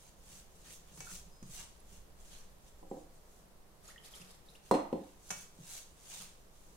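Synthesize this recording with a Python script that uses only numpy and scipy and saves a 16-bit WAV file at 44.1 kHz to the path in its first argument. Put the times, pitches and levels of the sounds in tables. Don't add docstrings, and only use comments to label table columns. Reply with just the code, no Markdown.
import sys
import numpy as np
from scipy import signal
from scipy.fft import rfft, irfft, next_fast_len
from scipy.io import wavfile
from scipy.ndimage import uniform_filter1d, map_coordinates

SR = 44100
rng = np.random.default_rng(int(sys.argv[2]) if len(sys.argv) > 2 else 0)


def pcm_store(signal):
    levels = np.round(np.clip(np.atleast_2d(signal), -1, 1) * 32767)
    wavfile.write(sys.argv[1], SR, levels.astype(np.int16).T)


N = 298116

# full push t/s, rise/(dB per s), hold/s, rustle level/dB,
# coarse crunch against the rustle, level/dB
STROKES = [(0.01, 150, 0.074, -65.5, -6.5), (0.317, 128, 0.068, -58, -9), (.56, 150, .07, -69, -8),
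           (0.661, 500, 0.045, -58, -5), (0.723, 200, 0.013, -55, -12), (0.887, 300, 0.028, -67.5, -2),
           (0.984, 170, 0.11, -56, -17), (1.104, 170, 0.055, -51, -10.5), (1.55, 186, .035, -50, -10.5),
           (1.591, 300, 0.0097, -50, -5.5), (1.91, 150, 0.06, -64.5, -7), (2.2, 400, .01, -66, -5.5),
           (2.266, 180, .12, -62.5, -7), (2.331, 300, .012, -58.5, -3), (2.427, 300, 0.014, -69.5, -3),
           (2.665, 200, 0.02, -68.5, -7), (2.797, 299, .01, -73, -11), (2.935, 150, 0.081, -70, -10),
           (3.148, 200, 0.019, -73, -20), (3.3, 150, 0.1, -72, -13), (4.664, 400, 0.01, -63, -4.5),
           (5.01, 147, 0.11, -71.5, -3.5), (5.307, 156, .11, -55, -10.5), (5.71, 140, 0.07, -51, -9),
           (6.118, 119, .11, -52, -6.5), (6.54, 300, .2, -70.5, -11)]
# f/Hz, level/dB
POWDER_COLOUR = [(250, -44), (600, -10), (1300, -9), (2000, -9.5), (2800, -5), (4000, -5), (5200, -6),
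                 (6300, 0.5), (7600, -1.5), (9500, -4), (12500, -12.5), (15800, -14)]
# f/Hz, likeness/(-1 to 1)
POWDER_ALIKE = [(1000, 0.39), (4000, 0.025)]
# t/s, hold/s, splash level/dB
GUSHES = [(3.845, 0.011, -62), (3.882, 0.015, -58), (4.033, 0.054, -59), (4.124, 0.095, -56.5),
          (4.237, .01, -61.5), (4.292, .012, -59), (4.46, .1, -69)]
# f/Hz, level/dB
SPLASH_COLOUR = [(530, 3.5), (900, -3), (1540, -13.5), (1850, -10), (2380, -10), (3020, -10.5),
                 (3450, -8.5), (9780, -7), (15800, -15)]
# t/s, level/dB, starting pitch f/Hz, rise/(share of that pitch per s)
BUBBLES = [(3.878, -43, 6680, 2), (3.888, -48, 1350, 10), (3.903, -48.5, 1850, 17), (3.96, -43.5, 1850, 5),
           (3.979, -43.5, 2940, 6.3), (4.137, -41.5, 3090, 5), (4.217, -47.5, 2640, 22),
           (4.486, -47, 3790, 11), (4.552, -47.5, 2680, 35)]
# t/s, level/dB, top of the soft contact f/Hz, ring and crack level/dB
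KNOCKS = [(2.828, -41, 720, -40), (2.913, -29, 543, -43), (2.969, -38, 634, -43), (4.712, -10.5, 2500, -25),
          (4.741, -20.5, 1400, -23.5), (4.749, -25.5, 925, -21.5), (4.928, -21.5, 650, -36),
          (4.961, -37.5, 700, -45)]
# f/Hz, level/dB
THUD_COLOUR = [(30, -67), (60, -13.5), (115, -16), (185, -1.5), (290, 2), (410, -4.5), (520, 6),
               (630, -10.5), (770, 0), (1080, -7), (1450, -17.5), (2100, -14), (3000, -21.5), (4800, -30),
               (8300, -33), (15000, -46)]
# f/Hz, level/dB, time to fade by 60 dB t60/s
COUNTER_TONES = [(188.6, 9, 0.19), (235, 0.5, 0.16), (278.8, 2.5, 0.39), (305.4, 6.5, 0.32),
                 (339.5, -1, 0.43), (384.3, 7.5, 0.2), (487.4, 0, 0.3), (527, 0.5, 0.31), (541.7, 9, 0.25),
                 (622, -5, 0.44), (680, -4, 0.47), (735, -1.5, 0.42), (773, -5, 0.22), (760, -11, .28),
                 (977, 7, 0.13), (1023, -12, 0.15), (1026, -1.5, 0.2)]
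# f/Hz, level/dB, t60/s
TUMBLER_TONES = [(2760, -8, 0.11), (3408, -15, 0.24), (4177, -5.5, 0.4), (4280, -11, 0.18),
                 (6030, -17, 0.33), (8100, -10, 0.3), (8360, -10, .16), (10000, -21, 0.17),
                 (11200, -18, 0.37), (12640, -20, .18)]
# t/s, level/dB
BUMPS = [(0.3, -52.5), (0.68, -54.5), (0.916, -53.5), (0.977, -45.5), (1.119, -51), (1.263, -55),
         (1.426, -39), (1.588, -54.5), (1.918, -55.5), (4.2, -52.5), (5.305, -44), (5.429, -58),
         (5.588, -45), (6.201, -53)]
# f/Hz, level/dB
PALM_COLOUR = [(40, -36), (110, -5.5), (180, 6.0), (330, -10.0), (600, -27), (1500, -44), (8000, -75)]
# f/Hz, level/dB, t60/s
BASE_TONES = [(135.4, 4, 0.26), (161, 3, 0.15), (186, -2.5, 0.49), (233, 3, 0.055), (348, -7.5, 0.041)]
# t/s, tick level/dB, ring level/dB
TAPS = [(0.975, -48, -67), (1.005, -38, -55), (1.428, -51.5, -79), (5.3048, -29.5, -46),
        (5.308, -31.5, -67)]
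# f/Hz, level/dB
NAIL_COLOUR = [(180, -13), (300, -7.5), (600, -3.5), (1000, -2.5), (1700, -7), (2300, -8.5), (3300, -12),
               (5000, -13), (6100, 2), (8000, -9), (10800, -13.5), (15800, -30)]
# f/Hz, level/dB, t60/s
BOWL_TONES = [(574, -12.5, 0.34), (753, -5, 0.16), (1405, -10, 0.33), (1847, -10.5, 0.32),
              (2267, -2.5, 0.35), (2600, -8, 0.44), (2940, -13, 0.29), (6150, -5, 0.37), (8200, -12, .2)]
# t/s, level/dB, pitch f/Hz, t60/s
SKIDS = [(1.067, -37.5, 1370, 0.26), (1.801, -37, 10150, 0.022), (2.899, -45, 7550, .06)]
# f/Hz, level/dB
AIR_COLOUR = [(20, -20.5), (56, -14.5), (95, -23.5), (170, -14.5), (260, -24.5), (420, -21), (560, -21),
              (650, -23), (1080, -26), (1400, -30.5), (2500, -35.5), (5800, -36.5), (13000, -38),
              (15800, -43.5)]
# f/Hz, likeness/(-1 to 1)
AIR_ALIKE = [(60, 0.2), (150, 0.8), (380, 0.66), (950, 0.054), (2380, -0.075), (5980, -0.047),
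             (15000, -0.02)]
# f/Hz, level/dB
RUMBLE_COLOUR = [(5, -6.0), (12, 6.0), (28, -6.5), (52, -5.5), (90, -17), (200, -41), (600, -82)]
# f/Hz, likeness/(-1 to 1)
RUMBLE_ALIKE = [(50, 0.91)]
# f/Hz, t60/s
ROOM_FADE = [(150, 0.29), (500, 0.38), (1500, 0.51), (5000, 0.43), (14000, 0.21)]
# f/Hz, likeness/(-1 to 1)
ROOM_ALIKE = [(130, 1), (300, 0.93), (640, 0.12), (1100, -0.19), (2000, 0.066)]

FALL_DB_PER_S = 210
TRICKLE_DB, TRICKLE_DB_PER_S = -12, 67
GUSH_RISE_DB_PER_S, GUSH_FALL_DB_PER_S = 500, 258
SPLASH_WET_DB = -4
BUBBLE_T60_S, BUBBLE_WAVER = .038, .05
BIRD_S, BIRD_LENGTH_S, BIRD_DB = 1.305, 0.2, -68
BIRD_HZ, BIRD_ARCH_HZ, BIRD_SKEW = 4740, 352, .6
RUMBLE_DB, RUMBLE_SWELL_DB = -62, 6.5
SWELL_S, SWELL_WIDTH_S = 1.7, 1.3
TOP_HZ = 15800


def flour():
    fine_gain, coarse_gain = np.zeros((2, N))
    for s, rise, hold, db, grit_db in STROKES:
        push = swell(s, hold, rise, FALL_DB_PER_S)
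        trickle = amp(TRICKLE_DB) * swell(s, hold, rise, TRICKLE_DB_PER_S)
        stroke = amp(db) * np.maximum(push, trickle)
        fine_gain = np.maximum(fine_gain, stroke)
        coarse_gain = np.maximum(coarse_gain, stroke * amp(grit_db))
    clicks = spread(grains(rate=8000, size_db=3), POWDER_ALIKE)
    low_share = lambda hz: 1 / (1 + (hz / 4300) ** 6)
    hiss = unit(filtered(clicks, lambda hz: amp(along(POWDER_COLOUR, hz)) * (1 - low_share(hz))))
    crunch = unit(filtered(clicks, lambda hz: amp(along(POWDER_COLOUR, hz)) * low_share(hz)))
    rustle = amp(0.72) * (fine_gain * hiss + coarse_gain * crunch)
    flutter = amp(0.85 * wobble(70))
    return room(patchy(rustle, depth_db=3.0) * flutter, wet_db=-6)


def water():
    start, end = GUSHES[0][0] - .06, GUSHES[-1][0] + .17
    spatter = fizz(start, end, count=7000, cycles=4.5, size_db=-2.5)
    gushes = [amp(db) * swell(s, hold, GUSH_RISE_DB_PER_S, GUSH_FALL_DB_PER_S) for s, hold, db in GUSHES]
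    flow = np.max(gushes, axis=0)
    out = spatter * flow * amp(0.5 + 3.3 * wobble(60))
    t = np.arange(SR // 2) / SR
    for s, db, hz, rise in BUBBLES:
        waver = BUBBLE_WAVER * wobble(530)[:len(t)]
        pitch = hz * (1 + rise * np.minimum(t, BUBBLE_T60_S) + waver)
        tone = np.sin(2 * np.pi * np.cumsum(pitch) / SR)
        onset = 1 - np.exp(-t / 0.00066)
        add(out, s, amp(db - 3.5) * fade(BUBBLE_T60_S) * onset * tone)
    return room(out, wet_db=SPLASH_WET_DB)


def tumbler():
    out, push = np.zeros((2, N)), pulse(THUD_COLOUR)
    slab, steel = ring(COUNTER_TONES), np.array([ring(TUMBLER_TONES), ring(TUMBLER_TONES)])
    for s, db, bright_hz, steel_db in KNOCKS:
        echoes = spread(rng.standard_normal((2, SR // 2)), ROOM_ALIKE) * fade(0.044) * amp(-18.5)
        smeared = signal.fftconvolve(push[None], echoes, axes=1)[:, :SR // 2]
        thud = push * amp(-5.0) + smeared
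        body = room(thud, wet_db=-3.0) + amp(-25.0) * slab
        soft = signal.lfilter(*signal.butter(2, min(bright_hz, SR / 4), fs=SR), body)
        crack = signal.lfilter(*signal.butter(2, 2500, "high", fs=SR), body)
        bright = amp(-7.0) * steel + amp(24) * crack
        add(out, s, amp(db) * (soft + amp(steel_db) * bright))
    return out


def bowl():
    out = np.zeros((2, N))
    push = pulse(PALM_COLOUR)
    for s, db in BUMPS:
        bump = amp(-1.0) * push + amp(-12.5) * ring(BASE_TONES)
        add(out, s, room(amp(db) * bump, wet_db=-2.0))
    for s, tick_db, ring_db in TAPS:
        noise = rng.standard_normal((2, SR // 2))
        scrape = unit(filtered(noise, lambda hz: amp(along(NAIL_COLOUR, hz))))
        tick = room(amp(tick_db - 3.5) * scrape * fade(0.049), wet_db=-4.5)
        song = np.array([ring(BOWL_TONES), ring(BOWL_TONES)])
        add(out, s, tick + amp(ring_db) * song)
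    return out


def skids():
    out = np.zeros((2, N))
    for s, db, pitch_hz, t60 in SKIDS:
        noise = rng.standard_normal((2, SR // 2))
        squeak = unit(filtered(noise, lambda hz: 1 / (1 + ((hz - pitch_hz) / 150) ** 2)))
        onset = 1 - fade(.01)
        add(out, s, amp(db - 14.5) * squeak * fade(t60) * onset)
    return out


def bird():
    progress = np.clip((np.arange(N) / SR - BIRD_S) / BIRD_LENGTH_S, 0, 1)
    arch = np.sin(np.pi * progress ** BIRD_SKEW)
    pitch = BIRD_HZ + BIRD_ARCH_HZ * arch
    whistle = np.sin(2 * np.pi * np.cumsum(pitch) / SR)
    return room(amp(BIRD_DB) * arch * whistle, wet_db=-8)


def background():
    air = spread(rng.standard_normal((2, N)), AIR_ALIKE)
    air = unit(filtered(air, lambda hz: amp(along(AIR_COLOUR, hz))))
    rumble = spread(rng.standard_normal((2, N)), RUMBLE_ALIKE)
    rumble = unit(filtered(rumble, lambda hz: amp(along(RUMBLE_COLOUR, hz))))
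    lift = np.exp(-((np.arange(N) / SR - SWELL_S) / SWELL_WIDTH_S) ** 2)
    return amp(-63.0 + 0.32 * wobble(5.16)) * air + amp(RUMBLE_DB + RUMBLE_SWELL_DB * lift) * rumble


def room(x, wet_db):
    _, t, z = signal.stft(rng.standard_normal((2, SR // 2)), SR, nperseg=256)
    hz = np.fft.rfftfreq(256, 1 / SR)
    build_up = 1 - np.exp(-t / 0.0012)
    decay = amp(-60 * t / along(ROOM_FADE, hz)[:, None])
    tail = signal.istft(z * build_up * decay, SR, nperseg=256)[1]
    tail = spread(tail / np.linalg.norm(tail[0]), ROOM_ALIKE)
    return x + amp(wet_db) * signal.fftconvolve(np.atleast_2d(x), tail, axes=1)[:, :x.shape[-1]]


def grains(rate, size_db):
    happens = rng.random(N) < rate / SR
    sizes = happens * amp(size_db * np.clip(rng.standard_normal(N), -2, 2))
    return unit(sizes * rng.standard_normal((2, N)))


def patchy(x, depth_db):
    z = signal.stft(x, nperseg=512)[2]
    field = uniform_filter1d(rng.standard_normal(z.shape[1:]), size=2, axis=0)
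    field = uniform_filter1d(field, size=5, axis=1)
    return signal.istft(z * unit(amp(depth_db * unit(field))), nperseg=512)[1][:, :N]


def fizz(start, end, count, cycles, size_db):
    when, pitch, size, left, right = rng.random((count, 5)).T
    hz = 1200 + 13000 * pitch[:, None] ** 1.3
    t = np.arange(SR // 200) / SR
    strength = amp(size_db * np.log(size[:, None] + 1e-3)) * np.sqrt(hz)
    pings = strength * np.sin(2 * np.pi * hz * t) * np.exp(-hz * t / cycles)
    first = ((start + when * (end - start)) * SR).astype(int)
    index = (first[:, None] + np.arange(len(t))).ravel()
    cloud = []
    for side in (left, right):
        weighted = pings * np.cos(np.pi * side[:, None])
        cloud.append(np.bincount(index, weighted.ravel(), N))
    coloured = unit(filtered(np.array(cloud), lambda f: amp(along(SPLASH_COLOUR, f))))
    return coloured * np.sqrt((end - start) * SR / N)


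def swell(s, hold, rise_db_per_s, fall_db_per_s):
    t = np.arange(N) / SR - s
    db = rise_db_per_s * np.minimum(t, 0) - fall_db_per_s * np.maximum(t - hold, 0)
    return amp(np.maximum(db, -120))


def ring(modes):
    t = np.arange(SR // 2) / SR
    out = np.zeros(len(t))
    for k, (hz, db, t60) in enumerate(modes):
        direction = (-1) ** k
        out += direction * amp(db + rng.normal()) * fade(t60) * np.sin(2 * np.pi * hz * t)
    return out


def pulse(spectrum):
    n = SR // 2
    level = amp(along(spectrum, np.fft.rfftfreq(n, 1 / SR)))
    cepstrum = irfft(np.log(level), n)
    cepstrum[1:n // 2] *= 2
    cepstrum[n // 2:] = 0
    y = irfft(np.exp(rfft(cepstrum)), n)
    return y / np.abs(y).max()


def fade(t60):
    return amp(-60 * np.arange(SR // 2) / SR / t60)


def spread(pair, alike):
    turn = lambda hz: np.arccos(np.clip(along(alike, hz), -1, 1)) / 2
    mid, side = filtered(pair, lambda hz: np.array([np.cos(turn(hz)), np.sin(turn(hz))]))
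    return np.array([mid + side, mid - side])


def filtered(x, gain):
    n = x.shape[-1]
    m = next_fast_len(n + SR // 4)
    return irfft(rfft(x, m) * gain(np.fft.rfftfreq(m, 1 / SR)), m)[..., :n]


def wobble(rate):
    points = rng.standard_normal(int(N * rate / SR) + 4)
    return map_coordinates(points, [np.arange(N) * rate / SR])


def add(track, s, sound):
    part = track[:, round(s * SR):][:, :sound.shape[-1]]
    part += sound[..., :part.shape[-1]]


def along(points, hz):
    f, v = np.transpose(points)
    return np.interp(np.log(hz + 1), np.log(f + 1), v)


def unit(x):
    return x / np.sqrt(np.mean(x ** 2) + 1e-20)


def amp(db):
    return 10 ** (np.asarray(db) / 20)


def scene():
    hands = flour() + water() + tumbler() + bowl() + skids()
    return (hands + bird() + background()) * amp([[-.4], [.4]])


def record(dry):
    return filtered(dry, lambda hz: hz < TOP_HZ)


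dry = scene()
out = record(dry)
pcm_store(out)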